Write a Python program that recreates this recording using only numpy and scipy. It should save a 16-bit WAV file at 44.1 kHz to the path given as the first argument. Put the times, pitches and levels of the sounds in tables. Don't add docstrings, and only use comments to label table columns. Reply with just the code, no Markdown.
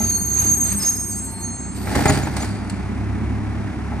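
import sys
import numpy as np
from scipy import signal
from scipy.fft import rfft, irfft
from scipy.io import wavfile

SR = 44100
rng = np.random.default_rng(int(sys.argv[2]) if len(sys.argv) > 2 else 0)


def wrap_up_sound(samples):
    columns = np.atleast_2d(samples).T
    tamed = np.clip(columns, -1, 1)
    steps = np.round(tamed * 32767).astype(np.int16)
    wavfile.write(sys.argv[1], SR, steps)


N = 176400
T = np.arange(N) / SR


def amp(db):
    return 10 ** (np.asarray(db) / 20)

def unit(x):
    return x / np.sqrt(np.mean(x ** 2) + 1e-20)

def at_hz(points, hz):
    f, value = np.transpose(points)
    return np.interp(np.log(hz + 1), np.log(f + 1), value)

def curve(rows, column=1):
    rows = np.array(rows)
    return np.interp(T, rows[:, 0], rows[:, column])

def envelope(rows):
    outside = np.maximum(np.maximum(rows[0][0] - T, T - rows[-1][0]), 0)
    return amp(curve(rows)) * np.exp(-outside / 0.0067)

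def add(mix, s, sound):
    part = mix[..., max(round(s * SR), 0):][..., :sound.shape[-1]]
    part += sound[..., :part.shape[-1]]

def wander(rate_hz):
    points = rng.standard_normal(4096)
    return unit(np.interp(T * 2 * rate_hz, np.arange(len(points)), points))

# f/Hz, coherence (clipped at 1)
COHERENCE = [(60,2.5),(300,0.68),(1200,0.92),(5500,0.35),(9000,0.7)]
# f/Hz, level/dB
BALANCE = [(60,-2.5),(300,-3),(700,2.5),(1500,-1)]
def spread(pair, spectrum):
    hz = np.fft.rfftfreq(pair.shape[1], 1 / SR)
    mid, side = rfft(pair)
    coherence = np.clip(at_hz(COHERENCE, hz), -1, 1)
    mid, side = mid * np.sqrt(1 + coherence), side * np.sqrt(1 - coherence)
    tilt = amp(at_hz(BALANCE, hz) / 2)
    channels = np.array([(mid + side) * tilt, (mid - side) / tilt])
    return unit(irfft(channels * amp(at_hz(spectrum, hz)), pair.shape[1]))

def noise(spectrum, grain_db=0, grain_hz=200):
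    return spread(rng.standard_normal((2, N)) * amp(grain_db * wander(grain_hz)), spectrum)

# t/s, level/dB
LOAD = [(0,-25),(.2,-32.5),(.5,-27),(.85,-33.5),(1.6,-35),(2.0,-25),(2.4,-25.5),(2.7,-28),(3.2,-23.5),(4,-27)]
# multiple of the firing rate, relative level/dB
ORDERS = [(1,-20),(2,-2),(3,-1),(4,-16.5),(6,-8),(7,-17),(8,-22.5),(9,-12.5)]
def exhaust(firings, rough=0.28):
    note = sum(amp(db) * (1 + rough * wander(8.2)) * np.cos(2 * np.pi * (k * firings + rng.random()))
               for k, db in ORDERS)
    return unit(note) * amp(curve(LOAD))

# t/s, f/Hz
FIRING_RATE = [(0,32.33),(.23,32.13),(.54,35.5),(.75,33.73),(1.21,32.42),(1.9,32.59),(2.4,34.09),(2.8,32.74),(3.25,35.45),(3.7,33.85)]
# t/s, level/dB
CLATTER = [(0,-44),(.4,-40),(.8,-41),(1.05,-44),(1.7,-42.5),(2.2,-36.5),(4,-36.5)]
# f/Hz, relative level/dB
RUMBLE_SPECTRUM = [(20,-40),(45,-11),(70,-2.5),(140,-3.5),(210,1),(330,-7.5),(420,-12.5),(600,-83)]
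CLATTER_SPECTRUM = [(260,-5),(520,-3.5),(760,2),(1100,-3),(2200,-6.5),(3000,-18),(9000,-26),(12600,-36.5),(14500,-60)]
def engine(unsteady=0.0086, throb=0.2, knock=0.15, rumble_db=-17, load_share=0.46):
    firings = np.cumsum(curve(FIRING_RATE) * (1 + unsteady * wander(9.3))) / SR
    note = exhaust(firings)
    pulse = np.cos(2 * np.pi * firings)
    rumble = unit(noise(RUMBLE_SPECTRUM) * (1 + throb * pulse))
    clatter = unit(noise(CLATTER_SPECTRUM, grain_db=0.4, grain_hz=128.3) * (1 + knock * pulse ** 3))
    return note + rumble * amp(rumble_db + load_share * curve(LOAD)) + clatter * amp(curve(CLATTER))

def brake_mode(hz, beat_hz=33.64, stop_s=0.95, creep=0.3338, waver=0.0026, rasp_s=1.4e-6):
    rolling = creep + (1 - creep) * (1 - np.tanh((T - stop_s) / 0.053)) / 2
    cycles = np.cumsum(hz * (1 + waver * rolling * wander(68.9))) / SR
    cycles += hz * rasp_s * rolling * wander(300)
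    beats = np.cumsum(beat_hz * rolling * (1 + 0.396 * wander(8.53))) / SR
    first_shoe = np.cos(2 * np.pi * (cycles - beats / 2))
    second_shoe = np.cos(2 * np.pi * (cycles + beats / 2 + np.array([[0], [.2]])))
    return unit(first_shoe + 0.54 * np.sqrt(rolling) * second_shoe)

# start t/s, end t/s, level/dB, f/Hz, glide/(Hz/s)
CHIRPS = [(.05,.39,-38,4340,-40),(.02,.24,-37,4613,0),(.46,.52,-36,4600,0),(.815,.85,-33,4600,0),(1.11,1.19,-42,4600,0),(.79,.9,-28,5197,0),(.91,1.17,-41,5195,0),
          (1.1,1.43,-33,7660,-71),(1.44,1.78,-32,7650,-500),(1.2,1.75,-42,4280,-42),(.45,1.6,-44,10400,60),(1.2,1.6,-43,915,-70),
          (1.73,1.97,-46,13090,-300)]
def brake_chirps(rise_share=0.25, release_s=0.023, fade_db=-10.5, flutter_db=2):
    out = np.zeros((2, N))
    for start, end, db, hz, glide in CHIRPS:
        age = np.clip(T - start, 0, end - start)
        share = age / (end - start)
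        edges = np.clip(np.minimum(share / rise_share, (end - T) / release_s), 0, 1)
        out += brake_mode(hz + glide * age) * edges * amp(db + fade_db * share + flutter_db * wander(15))
    return out

def pings(rows, low_hz, high_hz, t60_s, spread_db, count):
    out, t = np.zeros((2, N)), T[:SR // 4]
    times, levels = np.transpose(rows)
    for when, pitch, weakness, pan in rng.random((count, 4)):
        s = times[0] + when * (times[-1] - times[0])
        hz = low_hz * (high_hz / low_hz) ** pitch
        db = np.interp(s, times, levels) - spread_db * weakness
        ping = amp(db - 60 * t / t60_s) * np.sin(2 * np.pi * hz * t) * (1 - np.exp(-t / 0.00088))
        add(out, s, np.sqrt([[pan], [1 - pan]]) * ping)
    return out

# t/s, level/dB
SQUEAL = [(0,-20.5),(.3,-23),(.52,-20),(.72,-23.5),(.78,-41),(.87,-15.5),(.95,-23),(.98,-32),(1.16,-33.5),(1.33,-55.5),(1.43,-37),(1.52,-33.5),(1.72,-62)]
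OCTAVE = [(0,-38),(.5,-34.5),(.95,-38),(1.5,-56)]
SCRAPE = [(0,-37),(.1,-37.5),(.2,-50.5),(.33,-44.5),(.39,-33),(.52,-38.5),(.6,-51),(.69,-32),(.76,-39),(.85,-35),(1.0,-49),(1.7,-51)]
# t/s, level/dB, f/Hz
UPPER_SQUEAL = [(0,-45,8740),(.2,-31,8760),(.28,-41.5,8560),(.4,-36.5,8430),(.8,-26,8460),(.86,-35.5,8550),(1.09,-33.5,8526),(1.5,-41.5,8530),(1.87,-48.5,8590)]
# f/Hz, relative level/dB
HISS_SPECTRUM = [(500,-2),(2400,-1.5),(3300,-7.5),(4500,1),(5600,-7.5),(8300,-0.5),(9700,-4.5),(11000,-16.5),(15500,-27)]
def brakes(squeal_hz=6463, surge_db=2.5, sizzle_db=5, echo_db=-9):
    surge = amp(np.array([[-2], [2]]) + surge_db * wander(20))
    tones = brake_mode(squeal_hz) * surge * envelope(SQUEAL)
    tones += brake_mode(2 * squeal_hz) * amp(surge_db * wander(20)) * envelope(OCTAVE)
    tones += brake_mode(curve(UPPER_SQUEAL, column=2)) * envelope(UPPER_SQUEAL)
    tones += brake_chirps()
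    tones += amp(sizzle_db) * pings(SCRAPE, 8010, 10570, t60_s=0.48, spread_db=14.5, count=50)
    echo = amp(echo_db) * street_echo(tones)
    return tones + echo + noise(HISS_SPECTRUM, grain_db=1.5, grain_hz=89.1) * envelope(SCRAPE)

def swells(rows, waver):
    out = np.zeros(N)
    for s, length, db, hz in rows:
        arch = np.sin(np.pi * np.clip((T - s) / length, 0, 1))
        cycles = np.cumsum(hz * (1 + waver * wander(hz / 20))) / SR
        out += np.sqrt(2) * amp(db) * arch * np.sin(2 * np.pi * cycles)
    return out

# t/s, duration/s, level/dB, f/Hz
BOOMS = [(-.03,0.091,-25,210.7),(.69,.13,-27,204.8)]
def body_booms():
    return swells(BOOMS, waver=0.019)

# f/Hz, T60/s
STREET_T60 = [(100,0.55),(1000,0.34),(5000,0.91),(14000,0.11)]
def street_echo(x, first_s=0.0039):
    taps = rng.standard_normal((2, SR)) * (rng.random((2, SR)) < .05) * (T[:SR] > first_s)
    hz, t, frames = signal.stft(taps, SR, nperseg=256)
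    tail = signal.istft(frames * amp(-60 * t / at_hz(STREET_T60, hz)[:, None]), SR, nperseg=256)[1]
    tail = spread(tail, [(20, 0), (20000, 0)]) / np.sqrt(tail.shape[1])
    return signal.fftconvolve(x, tail, axes=1)[:, :N]

def bursts(rows, spectrum, decay_s, rise_s=0.00071):
    shape, t = np.zeros(N), T[:SR // 2]
    for s, db in rows:
        add(shape, s, amp(db) * (1 - np.exp(-t / rise_s)) * np.exp(-t / decay_s))
    return shape * noise(spectrum)

def ring(modes, detune):
    t = T[:SR // 2]
    return sum(amp(db - 60 * t / t60) * np.sin(2 * np.pi * hz * (1 + detune * rng.standard_normal()) * t)
               for hz, db, t60 in modes)

# t/s, ring level/dB, crack level/dB
CLANKS = [(.005,-26,-42),(1.871,-35,-24),(1.914,-26.5,-38),(1.953,-23,-18),(2.056,-12,-12),(2.087,-23,-20),(2.095,-19.5,-17.5),(2.154,-39,-24.5),(2.271,-31,-22.5),(2.366,-29.5,-25),(2.43,-34,-26),(3.92,-29,-44)]
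# f/Hz, relative level/dB
CRACK_SPECTRUM = [(30,-35),(160,4.5),(330,7.5),(520,1),(820,4.5),(1100,1.5),(2100,0),(2900,-17.5),(15000,-23)]
# f/Hz, relative level/dB, T60/s
STEEL_MODES = [(305,-6.5,0.3),(411,-8,0.23),(615,-11,0.29),(704,-8,0.17),(815,-6.5,0.11),(836,-1.5,0.14),(1314,-11.5,0.17),(2040,-12,0.09)]
# t/s, level/dB
TICKS = [(1.953,-20),(2.055,-20),(2.097,-19.5),(2.366,-20.5),(2.697,-27.5)]
def arm_impacts():
    out = bursts([(s, db) for s, _, db in CLANKS], CRACK_SPECTRUM, decay_s=.011)
    out += bursts(TICKS, HISS_SPECTRUM, decay_s=0.0072)
    for s, db, _ in CLANKS:
        add(out, s, amp(db) * ring(STEEL_MODES, detune=0.01) * amp([[1], [-1]]))
    return out

# t/s, level/dB
ARM_HISS = [(1.7,-56),(1.76,-43.5),(1.96,-36),(2.03,-41.5),(2.11,-26.5),(2.2,-37.5),(2.31,-49.5),(2.42,-33.5),(2.53,-46),(3,-62)]
def arm_hiss():
    return noise(HISS_SPECTRUM, grain_db=3.0, grain_hz=120.1) * envelope(ARM_HISS)

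def pins(gain_db=-2):
    return amp(gain_db) * pings(ARM_HISS, 4390, 4860, t60_s=0.3, spread_db=12, count=90)

# t/s, level/dB
RATTLE = [(1.8,-43.5),(1.88,-30),(1.98,-21),(2.04,-24),(2.11,-24),(2.2,-28),(2.33,-37),(2.42,-30),(2.55,-49)]
# f/Hz, relative level/dB
RATTLE_SPECTRUM = [(40,-29),(280,11),(500,-3),(800,4),(1050,-8),(1950,-3.5),(2800,-15),(9000,-18),(16000,-35)]
def arm_rattle():
    return noise(RATTLE_SPECTRUM, grain_db=2.5, grain_hz=109.2) * envelope(RATTLE)

def chains(gain_db=-11):
    return amp(gain_db) * pings(RATTLE, 12120, 14200, t60_s=0.042, spread_db=14, count=260)

# t/s, relative level/dB
THUMPS = [(1.964,-12.5),(2.06,-13.5),(2.097,-10),(2.236,-18)]
# f/Hz, relative level/dB, T60/s
HOLLOW_MODES = [(87,-4,0.35),(138,-2.5,0.52),(176,-2,0.3),(219.6,-5.5,0.32),(265.1,-2.5,0.27)]
def bin_thumps(gain_db=-5):
    out = np.zeros((2, N))
    for s, db in THUMPS:
        add(out, s, amp(db + gain_db) * ring(HOLLOW_MODES, detune=0.018) * amp([[-1], [1]]))
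    return out

# t/s, duration/s, level/dB, f/Hz
SQUEAKS = [(2.077,0.026,-20.5,6810),(2.228,.023,-32.5,6850),(2.397,0.021,-37,6150),(2.413,0.027,-32.5,6840)]
def gripper_squeaks():
    return swells(SQUEAKS, waver=0.0053)

def scene(arm_echo_db=-11):
    truck = engine() + brakes() + body_booms() + arm_hiss()
    arm = arm_impacts() + bin_thumps() + arm_rattle()
    return truck + arm + amp(arm_echo_db) * street_echo(arm) + gripper_squeaks() + chains() + pins()

# f/Hz, phase/rad
PHASE_LEAD = [(70,-0.36),(200,-0.9),(600,0.88),(2300,.5),(3200,2),(4200,1.5),(6300,0.64),(7300,2.5),(9500,0.1),(13400,-5.5)]
def record(dry, low_hz=36, high_hz=15600):
    lead = np.exp(.5j * at_hz(PHASE_LEAD, np.fft.rfftfreq(2 * N, 1 / SR)))
    heard = irfft(rfft(dry, 2 * N) * np.array([lead, 1 / lead]))[:, :N]
    heard = signal.sosfilt(signal.butter(2, low_hz, "high", fs=SR, output="sos"), heard)
    lowpass = signal.firwin(511, high_hz, window=("kaiser", 9), fs=SR)
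    return signal.oaconvolve(heard, lowpass[None], "same")


dry = scene()
out = record(dry)
wrap_up_sound(out)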